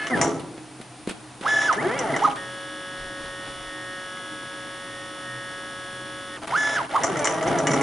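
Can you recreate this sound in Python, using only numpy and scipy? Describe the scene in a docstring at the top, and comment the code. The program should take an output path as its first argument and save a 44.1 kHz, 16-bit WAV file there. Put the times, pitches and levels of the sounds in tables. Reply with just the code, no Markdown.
"""A brief whine, then a growl and a clatter: a plasma cutting table moves about in a humming workshop.
Its stepper motors turn in tiny jerks, so their pitch follows their speed. The carriage and gantry (the
bridge it rides on) growl along toothed racks, shake the steel frame and rattle loose fittings. The torch
slide knocks; its lift whines in quick ramps and creeps down for four seconds on a steady buzzing chord.
At the end the lift whines again and the growling and rattling return."""
import sys
import numpy as np
from scipy import signal
from scipy.fft import rfft, irfft, next_fast_len
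from scipy.io import wavfile
from scipy.ndimage import uniform_filter1d, map_coordinates

SR = 44100
rng = np.random.default_rng(int(sys.argv[2]) if len(sys.argv) > 2 else 0)


def to_wav(s):
    """Save 16-bit WAV."""
    ch = np.atleast_2d(s).T  # columns
    pcm = np.round(np.clip(ch, -1, 1) * 32767)  # PCM
    wavfile.write(sys.argv[1], SR, pcm.astype(np.int16))


N = 344862

# A motor's speed is given as the frequency of the current in its coils.
TOP_SPEED_HZ, BRAKE_HZ_PER_S = 430.4, 4000
FULL_VOICE_HZ = 122  # below this speed the carriage drive fades away
# Loose fittings strike: (time [s], ring level [dB], clack compared with ring [dB])
CLATTERS = [(0.07, -27.5, 9), (0.214, -7.5, -2.5), (0.231, -21, -1), (1.6177, -24, 7), (1.7269, -21.5, 8),
            (1.99, -17, -2), (2.164, -24, 7), (2.2362, -27, -3), (4.172, -49, 19), (7.0349, -12.5, 1.5),
            (7.0424, -18.5, -4), (7.17, -23.5, 6), (7.1924, -21.5, 3), (7.2448, -15.5, -4),
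            (7.2534, -14, 2.5), (7.2723, -15.5, 5.5), (7.427, -26, 9), (7.476, -24, 5), (7.5871, -19, -2),
            (7.67, -12.5, 3), (7.7157, -21, -3), (7.7343, -19.5, 6.5), (7.8114, -23.5, 8.5)]


def amp(db):
    """Turn decibels into a multiplier."""
    return 10 ** (np.asarray(db) / 20)


def unit(x):
    """Scale a signal to an average (rms) strength of 1."""
    return x / np.sqrt(np.mean(x ** 2) + 1e-20)


def along(points, hz):
    """Read between (frequency, value) points on a logarithmic frequency scale."""
    freqs, values = np.transpose(points)
    return np.interp(np.log(hz + 1), np.log(freqs + 1), values)


def curve(points):
    """Join (time, value) points with straight lines."""
    return np.interp(np.arange(N) / SR, *np.transpose(points))


def wobble(rate):
    """A smooth random curve through `rate` new values a second."""
    knots = rng.standard_normal(int(N * rate / SR) + 4)
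    coarse = np.arange(0, N + 16, 16)
    return np.interp(np.arange(N), coarse, map_coordinates(knots, [coarse * rate / SR]))


def filtered(x, response):
    """Scale each frequency in x by response(frequency)."""
    size = next_fast_len(N + SR // 2)
    return irfft(rfft(x, size) * response(np.fft.rfftfreq(size, 1 / SR)), size)[..., :N]


def resonances(modes):
    """The response of an object that rings at each (frequency, width, level)."""
    return lambda f: sum((-1) ** k * amp(db) * 1j * f * width / (hz * hz - f * f + 1j * f * width)
                         for k, (hz, width, db) in enumerate(modes))


def noise(response):
    """Filtered stereo noise of strength 1, mostly alike in both ears."""
    # Stereo spread: (frequency [Hz], side compared with middle [dB])
    spread = [(60, -14), (250, -12), (1200, -14.5), (2500, -13), (5000, -9.5)]
    mid, side = filtered(rng.standard_normal((2, N)),
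                         lambda f: response(f) * np.array([np.ones_like(f), amp(along(spread, f))]))
    return unit(np.array([mid + side, mid - side]))


def rush(spectrum):
    """Noise shaped by (frequency, level) points."""
    return noise(lambda f: amp(along(spectrum, f)))


def band(hz, width_hz):
    """Noise gathered around one pitch."""
    return noise(lambda f: resonances([(hz, width_hz, 0)])(f) ** 2)


def bursts(times, levels_db, t60):
    """Loudness of hits that start at once and fall 60 dB in t60 seconds."""
    out, t = np.zeros(N + SR), np.arange(SR) / SR
    for start, db in zip(times, levels_db):
        out[round(start * SR):][:len(t)] += amp(db - 60 * t / t60)
    return out[:N]


def swells(rows):
    """Loudness of soft swells, each a (time, half length, level)."""
    t = np.arange(N) / SR
    return sum(amp(db) * np.exp(-np.minimum(50, ((t - peak) / half) ** 2)) for peak, half, db in rows)


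def spell(start, stop, fall_db_per_s, attack_s=0.052):
    """Loudness that rises, holds until `stop`, then dies away."""
    t = np.arange(N) / SR
    drop_db = np.minimum(200, fall_db_per_s * np.maximum(0, t - stop))
    return np.clip((t - start) / attack_s, 0, 1) * amp(-drop_db)


def ramp(start, stop, accel, brake, top):
    """Motor speed over one move: speed up, go no faster than `top`, brake to rest."""
    t = np.arange(N) / SR
    return np.clip(np.minimum(accel * (t - start), brake * (stop - t)), 0, top)


def tone(cycles, multiple):
    """A pure tone at a multiple of the coil frequency, slightly different in each ear."""
    angle = (2 * np.pi * ((multiple * cycles + rng.random()) % 1)).astype(np.float32)
    side = 0.16 * np.sin(angle + np.float32(rng.uniform(0, 2 * np.pi)))
    return np.sqrt(2) * np.array([np.sin(angle) + side, np.sin(angle) - side])


def workshop(room_db=-46):
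    """Room noise, the hum of the powered drives and a little low flutter."""
    # Idling machine and room: (frequency [Hz], level [dB])
    room_spectrum = [(12, -55), (20, -28), (85, -18), (114, -16.5), (303, -13), (385, -17.5), (706, -17.5),
                     (850, -15), (944, -17), (1440, -20), (11000, -33), (14300, -68.5), (22000, -120)]
    # Hum and hiss of the drives: (frequency [Hz], width [Hz], level [dB])
    hum_bands = [(125.4, 8.8, -53.5), (307.9, 9.4, -51.5), (322, 150, -57.5), (707, 76, -56.5),
                 (9320, 990, -56.5)]
    # Soft low flutters: (time [s], half length [s], level [dB])
    flutters = [(3.04, 0.055, -46), (3.26, 0.055, -45), (3.58, 0.15, -52)]
    hum = sum(amp(db) * band(hz, width) for hz, width, db in hum_bands)
    flutter = swells(flutters) * rush([(10, -10), (35, 1), (60, -7), (120, -17), (400, -72)])
    return amp(room_db + 0.18 * wobble(4.5)) * rush(room_spectrum) + hum + flutter


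def carriage_whine(stop_s=0.052, fade_s=0.04, flutter_db=2, jitter=0.0017):
    """The carriage motor whines cleanly at full speed until it is cut off."""
    # Tones of the whine: (multiple of the coil frequency, level [dB])
    tones = [(3, -45), (4, -31), (5, -40), (6, -47.5), (7, -47), (8, -56), (9, -64), (10, -52)]
    cycles = np.cumsum(TOP_SPEED_HZ * (1 + jitter * wobble(100))) / SR
    fade = np.clip(1 - (np.arange(N) / SR - stop_s) / fade_s, 0, 1)
    flutter = amp(flutter_db * wobble(110))
    return fade * flutter * sum(amp(db) * tone(cycles, k) for k, db in tones)


def shaking(rumble_db=-3, growl_db=-1, rasp_db=-1.5, lumps_db=2, grain_db=3, jolt_db=-14):
    """Gear teeth meet unevenly and shake frame, gearbox and rack; the gantry rings on after slowing."""
    # Spells of shaking: (start [s], stop [s], frame rumble [dB], gear growl [dB], rack rasp [dB])
    shakes = [(-.1, 0.117, -39, -40, -35), (0.122, 0.25, -22, -26.5, -32), (1.77, 2.19, -31, -31, -35),
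              (6.996, 7.412, -31, -29.5, -34.5), (7.424, 7.599, -24, -25.5, -31.5),
              (7.643, 7.82, -23, -26.5, -33.5)]
    # Shaking from the lift at full speed: (frame rumble [dB], gear growl [dB], rack rasp [dB])
    lift_shake = (-37, -32.5, -32)
    # Ringing of the steel frame: (frequency [Hz], width [Hz], level [dB])
    frame_modes = [(140, 32, 0), (173.4, 27, -0.5), (272.6, 37, 2), (344, 19, 2.5), (422, 31, 1),
                   (507, 20, -12)]
    # Teeth rasping on the rack: (frequency [Hz], level [dB])
    rasp_spectrum = [(900, -10), (1400, 8), (1750, 1.5), (2020, 5.5), (2280, -1), (2500, -7), (3000, -1),
                     (3500, -5.5), (4200, -12.5), (5100, -11.5), (5900, -13), (8700, -19.5), (9400, -13),
                     (10000, -13), (11000, -19)]
    lifting = (lift_speed()[0] / TOP_SPEED_HZ) ** 0.19
    strengths = []
    for part, fall_db_per_s in enumerate([67, 81, 154]):  # rumble, growl, rasp
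        power = sum((amp(levels[part]) * spell(start, stop, fall_db_per_s)) ** 2
                    for start, stop, *levels in shakes)
        strengths.append(np.sqrt(power + (amp(lift_shake[part]) * lifting) ** 2))
    rumble, growl, rasp = strengths
    times, clatter_db, _ = np.transpose(CLATTERS)
    growl = np.hypot(growl, bursts(times, clatter_db + jolt_db, t60=0.28))  # clatters jolt the gearbox
    teeth = wobble(260)
    lumps, grain = unit(amp(lumps_db * teeth)), unit(amp(grain_db * teeth))
    frame = amp(rumble_db) * rumble * noise(resonances(frame_modes))
    gearbox = amp(growl_db) * growl * lumps * noise(gearbox_ringing())
    rack = amp(rasp_db) * rasp * grain * rush(rasp_spectrum)
    gantry = bursts(times=[0.29], levels_db=[-32], t60=1.0) * band(310, width_hz=70)
    return frame + gearbox + rack + gantry


def gearbox_ringing():
    """The gearbox's response: it rings at its own pitches whatever shakes it."""
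    # Those pitches: (frequency [Hz], width [Hz], level [dB])
    gearbox_modes = [(551, 49, -1), (670, 17.6, 7.5), (793, 30, 3), (861, 62, -1.5), (976, 18.5, 2.5),
                     (1170, 36, -2), (1310, 24, -2.5), (1360, 12, -4.5), (1590, 48, -20)]
    return resonances(gearbox_modes)


def rattles(ring_db=-10, clack_db=-9):
    """Each hit rings the small steel fittings and their bracket; the fittings chatter on briefly."""
    # Bright ringing of the fittings: (frequency [Hz], width [Hz], level [dB])
    fitting_modes = [(5723, 160, 2.5), (6160, 69, 3), (6710, 58, -2), (6330, 75, -13), (7080, 16, 6),
                     (7580, 86, -5), (8160, 250, -10), (9230, 110, -10.5)]
    # Lower clack of the bracket: (frequency [Hz], width [Hz], level [dB])
    bracket_modes = [(700, 200, -27), (1156, 120, 21), (2010, 180, 22.5), (2400, 200, -13),
                     (2900, 76, 15.5)]
    times, hit_db, extra_db = np.transpose(CLATTERS)
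    chatter = bursts(times, hit_db - 25, t60=0.35) * amp(4 * wobble(200))
    ring = (bursts(times, hit_db + ring_db, t60=0.046) + chatter) * noise(resonances(fitting_modes))
    clack = bursts(times, hit_db + extra_db + clack_db, t60=0.065) * noise(resonances(bracket_modes))
    return ring + clack


def travel_speed(slowing_db=-24.5, crossing_db=-26.5, contour_db=-28.5):
    """Speed and loudness of the carriage and gantry drive over three moves; slower is quieter."""
    # The gantry slows to a halt: (time [s], coil frequency [Hz])
    slowing_points = [(.1, 135), (.128, 124), (.152, 106), (.24, 82), (.36, 20)]
    # The carriage speeds up and slows again evenly: (start [s], stop [s], acceleration [Hz/s])
    crossing_move = (1.669, 2.276, 950)
    # The gantry follows an outline: (time [s], coil frequency [Hz])
    contour_points = [(6.97, 20.6), (7.04, 138), (7.1, 200), (7.16, 158), (7.25, 141), (7.35, 158),
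                      (7.45, 160), (7.5, 198), (7.65, 140)]
    t = np.arange(N) / SR
    slowing = curve(slowing_points) * (t > slowing_points[0][0]) * (t < slowing_points[-1][0])
    start, stop, accel = crossing_move
    crossing = ramp(start, stop, accel, accel, TOP_SPEED_HZ)
    contour = curve(contour_points) * (t > contour_points[0][0])
    moves = [(slowing, slowing_db), (crossing, crossing_db), (contour, contour_db)]
    gain = sum(amp(db) * np.minimum(1, hz / FULL_VOICE_HZ) ** 3.3 for hz, db in moves)
    return slowing + crossing + contour, uniform_filter1d(gain, size=1200)


def travel_growl(motor_db=-10, rough_db=4.5, surge_db=2, groan_db=-9, squeal_db=-53):
    """The drive's tones sweep through the carriage's resonances; its gearbox groans, its coils squeal."""
    # Tones of the drive: (multiple of the coil frequency, level [dB])
    tones = [(1, -6), (2, 0), (3, -3), (4, 1), (5, -8), (6, -4), (7, -8), (8, -4), (10, -6), (12, -8),
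             (16, 5.5)]
    # How well the carriage gives off each pitch: (frequency [Hz], level [dB])
    body = [(70, -22), (150, -1), (280, -2), (420, 2), (540, 0), (680, 3), (850, 1), (1050, -8), (1400, -2),
            (1750, -1), (2050, 1), (2500, -9), (3100, -8), (4500, -15)]
    hz, drive = travel_speed()
    loose = np.clip(1.6 - hz / 300, 0.2, 1)  # slack gears chatter at low speed
    cycles = np.cumsum(hz) / SR + 0.0055 * loose * wobble(170)
    inertia = (127 / np.maximum(hz, 127)) ** 10  # the highest tone only survives at low speed
    chord = 0
    for k, db in tones:
        flicker_db = rough_db * loose * wobble(70) + surge_db * wobble(22)
        gain = amp(db + along(body, k * hz) + flicker_db)
        chord = chord + gain * (inertia if k > 12 else 1) * tone(cycles, k)
    motor = amp(motor_db) * drive * chord
    squeal_gain = amp(squeal_db + 4 * wobble(25)) * np.minimum(1, hz / FULL_VOICE_HZ)
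    squeal = squeal_gain * band(9520, width_hz=260)
    groan = amp(groan_db) * filtered(motor, gearbox_ringing())
    return motor - groan + squeal


def knocks(clack_db=1):
    """As its slack is taken up, the heavy slide thuds and its steel faces clack."""
    # Knocks of the slide: (time [s], thud [dB], clack [dB])
    hits = [(0.396, -28, -36.5), (.578, -29, -45), (0.8, -28, -55), (0.813, -35, -37.5),
            (1.0737, -14.5, -32.5), (1.089, -40, -36), (1.094, -40, -29.5), (1.11, -22.5, -39),
            (1.411, -24.5, -36), (2.358, -37, -36), (6.419, -49, -49), (6.473, -44, -33.5)]
    # Low ringing of the slide: (frequency [Hz], width [Hz], level [dB])
    thud_modes = [(190, 45, 5.5), (343, 90, 4.5), (497, 134, -2)]
    # Steel meeting steel: (frequency [Hz], level [dB])
    clack_spectrum = [(200, 3), (600, 5), (1200, 4), (1800, 2.5), (2500, 4), (4000, 0.5), (6000, -11),
                      (9500, -4.5), (11000, -6)]
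    times, thud_levels, clack_levels = np.transpose(hits)
    pushes = np.bincount(np.round(times * SR).astype(int), amp(thud_levels), N)
    thud = filtered(pushes, resonances(thud_modes))
    thud = thud / np.abs(thud).max() * amp(thud_levels.max())
    return thud + bursts(times, clack_levels + clack_db, t60=0.08) * rush(clack_spectrum)


def lift_speed():
    """Speed and loudness of the torch lift over its fast moves."""
    # Fast moves: (start [s], stop [s], acceleration [Hz/s], level [dB])
    moves = [(1.424, 1.783, 7525, 2), (2.174, 2.334, 4092, 5), (6.418, 6.458, 4100, -17),
             (6.472, 6.87, 4105, 1), (6.893, 7.043, 4120, 3)]
    speed, gain = 0, 0
    for start, stop, accel, db in moves:
        hz = ramp(start, stop, accel, BRAKE_HZ_PER_S, TOP_SPEED_HZ)
        speed = speed + hz
        gain = gain + amp(db) * np.minimum(1, hz / 20)
    return speed, gain


def lift_whine(whine_db=-1, overtone_db=-24, flutter_db=2.5, sway_db=1.5, jitter=0.0018, chirp_db=-43):
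    """Four motor steps per coil cycle make the whine; rough overtones come out at top speed."""
    # Tones of the lift motor: (multiple of the coil frequency, level [dB])
    tones = [(2, -32.8), (3, -23.9), (4, 0.0), (5, -21.0), (7, -29.0), (8, -19.0), (9, -25.7), (12, -23.9),
             (13, -21.9), (14, -25.3), (15, -27.4), (16, -25.1), (17, -30.2), (19, -34.9), (22, -30.7),
             (25, -38.0)]
    # The whine peaks where the steps meet the slide's resonance: (coil frequency [Hz], level [dB])
    whine_by_speed = [(20, -69), (100, -52), (170, -39), (215, -27.5), (315, -21.5), (430, -24.5)]
    # Ringing of the torch slide: (frequency [Hz], width [Hz], level [dB])
    slide_modes = [(819, 11, 7), (975, 25, -2), (1220, 30, -4)]
    hz, gain = lift_speed()
    cycles = np.cumsum(hz * (1 + jitter * wobble(120))) / SR
    ramping = np.minimum(1, np.abs(np.gradient(hz)) * SR / 2000)
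    cycles += (0.002 + 0.022 * ramping) * wobble(260)  # the rotor swings while the speed changes
    overtones = amp(overtone_db) * (hz / TOP_SPEED_HZ) ** 3.5
    whine = amp(whine_db + along(whine_by_speed, hz) + flutter_db * wobble(110) + sway_db * wobble(14))
    chord = 0
    for k, db in tones:
        strength = whine if k == 4 else overtones * amp(db + 2.5 * wobble(130))
        chord = chord + strength * tone(cycles, k)
    # at low speed the motor's tiny in-between steps are heard as a rough chirp
    slow = np.exp(-((hz - 95) / 28) ** 2)
    chirp = amp(chirp_db) * slow * tone(cycles + 0.008 * wobble(700), multiple=32)
    motor = gain * (chord + chirp)
    return motor + filtered(motor, resonances(slide_modes))


def lift_creep(coil_hz=184.385, screw_db=-48.5, swell_period_s=1.48, faded_at_s=3.53):
    """Slow steps lower the torch: a chord over a buzz, with the hiss of the screw that moves it."""
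    # The slow descent: (start [s], stop [s])
    descent = (2.328, 6.412)
    # Tones of the chord: (multiple of the coil frequency, level [dB])
    steady_tones = [(2.0, -58), (3.0, -45), (5.0, -58), (6.0, -50), (7.0, -46), (8.0, -48), (8.5, -58),
                    (11.0, -54), (12.0, -58), (16.0, -50), (18.0, -51), (19.0, -51), (20.0, -58),
                    (23.0, -63), (28.25, -63), (29.25, -65), (29.75, -62), (30.25, -63), (31.25, -64),
                    (48.5, -64), (49.5, -65), (50.5, -59), (53.5, -66), (54.0, -63), (57.5, -66)]
    # Rise and fall of the tone at ten times the coil frequency: (time [s], level [dB])
    tenth_levels = [(2.4, -44), (2.56, -55.5), (3.44, -46.5), (3.6, -58), (3.7, -46), (3.97, -46),
                    (4.18, -65), (5.01, -46.5), (5.18, -57), (5.29, -43), (5.61, -53), (6.28, -57),
                    (6.35, -45.5)]
    # Rubbing of the screw: (frequency [Hz], level [dB])
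    screw_spectrum = [(100, 3.5), (280, 14.5), (450, 5.5), (1100, -3.5), (1900, 5.5), (2400, -27),
                      (3100, -3), (4200, -21), (5500, -42), (6500, -11), (10500, -11)]
    speed = ramp(*descent, BRAKE_HZ_PER_S, BRAKE_HZ_PER_S, coil_hz)
    cycles = np.cumsum(speed * (1 + 0.0002 * wobble(25))) / SR
    # the ninth multiple swells and fades evenly as the slide travels
    swell = np.abs(np.sin(np.pi * (np.arange(N) / SR - faded_at_s) / swell_period_s))
    ninth_db = -41.5 - 13.5 * (1 - swell) ** 2
    tones = [(k, db + wobble(4)) for k, db in steady_tones]
    tones += [(9, ninth_db), (10, curve(tenth_levels) + 5)]
    chord = sum(amp(db) * tone(cycles, k) for k, db in tones)
    buzz = creep_buzz(cycles, coil_hz, skip=[k for k, _ in tones])
    return (speed / coil_hz) ** 0.95 * (chord + buzz + amp(screw_db) * rush(screw_spectrum))


def creep_buzz(cycles, coil_hz, skip, loop_size=8192):
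    """Many weak motor tones blend into a buzz that repeats every four coil cycles."""
    # Weak tones: (frequency [Hz], whole multiples [dB], half multiples [dB], quarter multiples [dB])
    buzz_levels = [(500, -62, -67, -73), (2500, -62, -73, -74), (3450, -60, -62, -66),
                   (4000, -68, -73, -74), (5400, -74, -74, -72), (6500, -81, -77, -78),
                   (8200, -78, -79, -79), (9000, -72, -67, -78), (10800, -79, -70, -86)]
    multiples = np.arange(241) / 4
    weak = (multiples > 1) & ~np.isin(multiples, skip)
    hz, *families = np.transpose(buzz_levels)
    whole, half, quarter = [np.interp(multiples * coil_hz, hz, db) for db in families]
    level_db = np.select([multiples % 1 == 0, multiples % 1 == 0.5], [whole, half], quarter)
    level_db += 2 * rng.standard_normal(len(multiples))
    spectrum = weak * amp(level_db) * np.exp(2j * np.pi * rng.random((2, len(multiples))))
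    loops = irfft(spectrum, loop_size) * loop_size / np.sqrt(2)
    position = cycles / 4 % 1 * loop_size
    mid, side = [np.interp(position, np.arange(loop_size), loop) for loop in loops]
    return np.array([mid + 0.33 * side, mid - 0.33 * side])


def scrapes():
    """The sinking slide rubs briefly over rough spots."""
    # Rough spots on the screw: (time [s], half length [s], level [dB])
    rough_spots = [(3.0, 0.035, -44), (3.24, 0.059, -43), (3.48, 0.052, -43)]
    return swells(rough_spots) * rush([(800, 2), (2500, -4.5), (4000, -4.5), (6000, -15), (9000, -18)])


def room_echo(x):
    """The workshop answers with a short tail of sound, different in each ear."""
    # How long the room rings: (frequency [Hz], time to fall 60 dB [s])
    decay_times = [(200, 0.35), (2000, 0.45), (10000, 0.12)]
    hz, t, spectra = signal.stft(rng.standard_normal((2, SR // 2)), SR, nperseg=256)
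    decay = amp(-60 * t / along(decay_times, hz)[:, None])
    _, tail = signal.istft(spectra * decay, SR, nperseg=256)
    delayed = np.pad(x.mean(axis=0), (300, 0))[None]
    return signal.fftconvolve(delayed, tail / np.linalg.norm(tail[0]), axes=1)[:, :N]


def scene(echo_db=-14):
    """Quick moves and hits echo in the room; shaking, creeping and background are added without echo."""
    moves = lift_whine() + carriage_whine() + travel_growl() + rattles() + knocks()
    return moves + amp(echo_db) * room_echo(moves) + shaking() + lift_creep() + scrapes() + workshop()


def record(dry, top_hz=11080):
    """Cut away the highest treble."""
    return filtered(dry, lambda hz: hz < top_hz)


dry = scene()
out = record(dry)
to_wav(out)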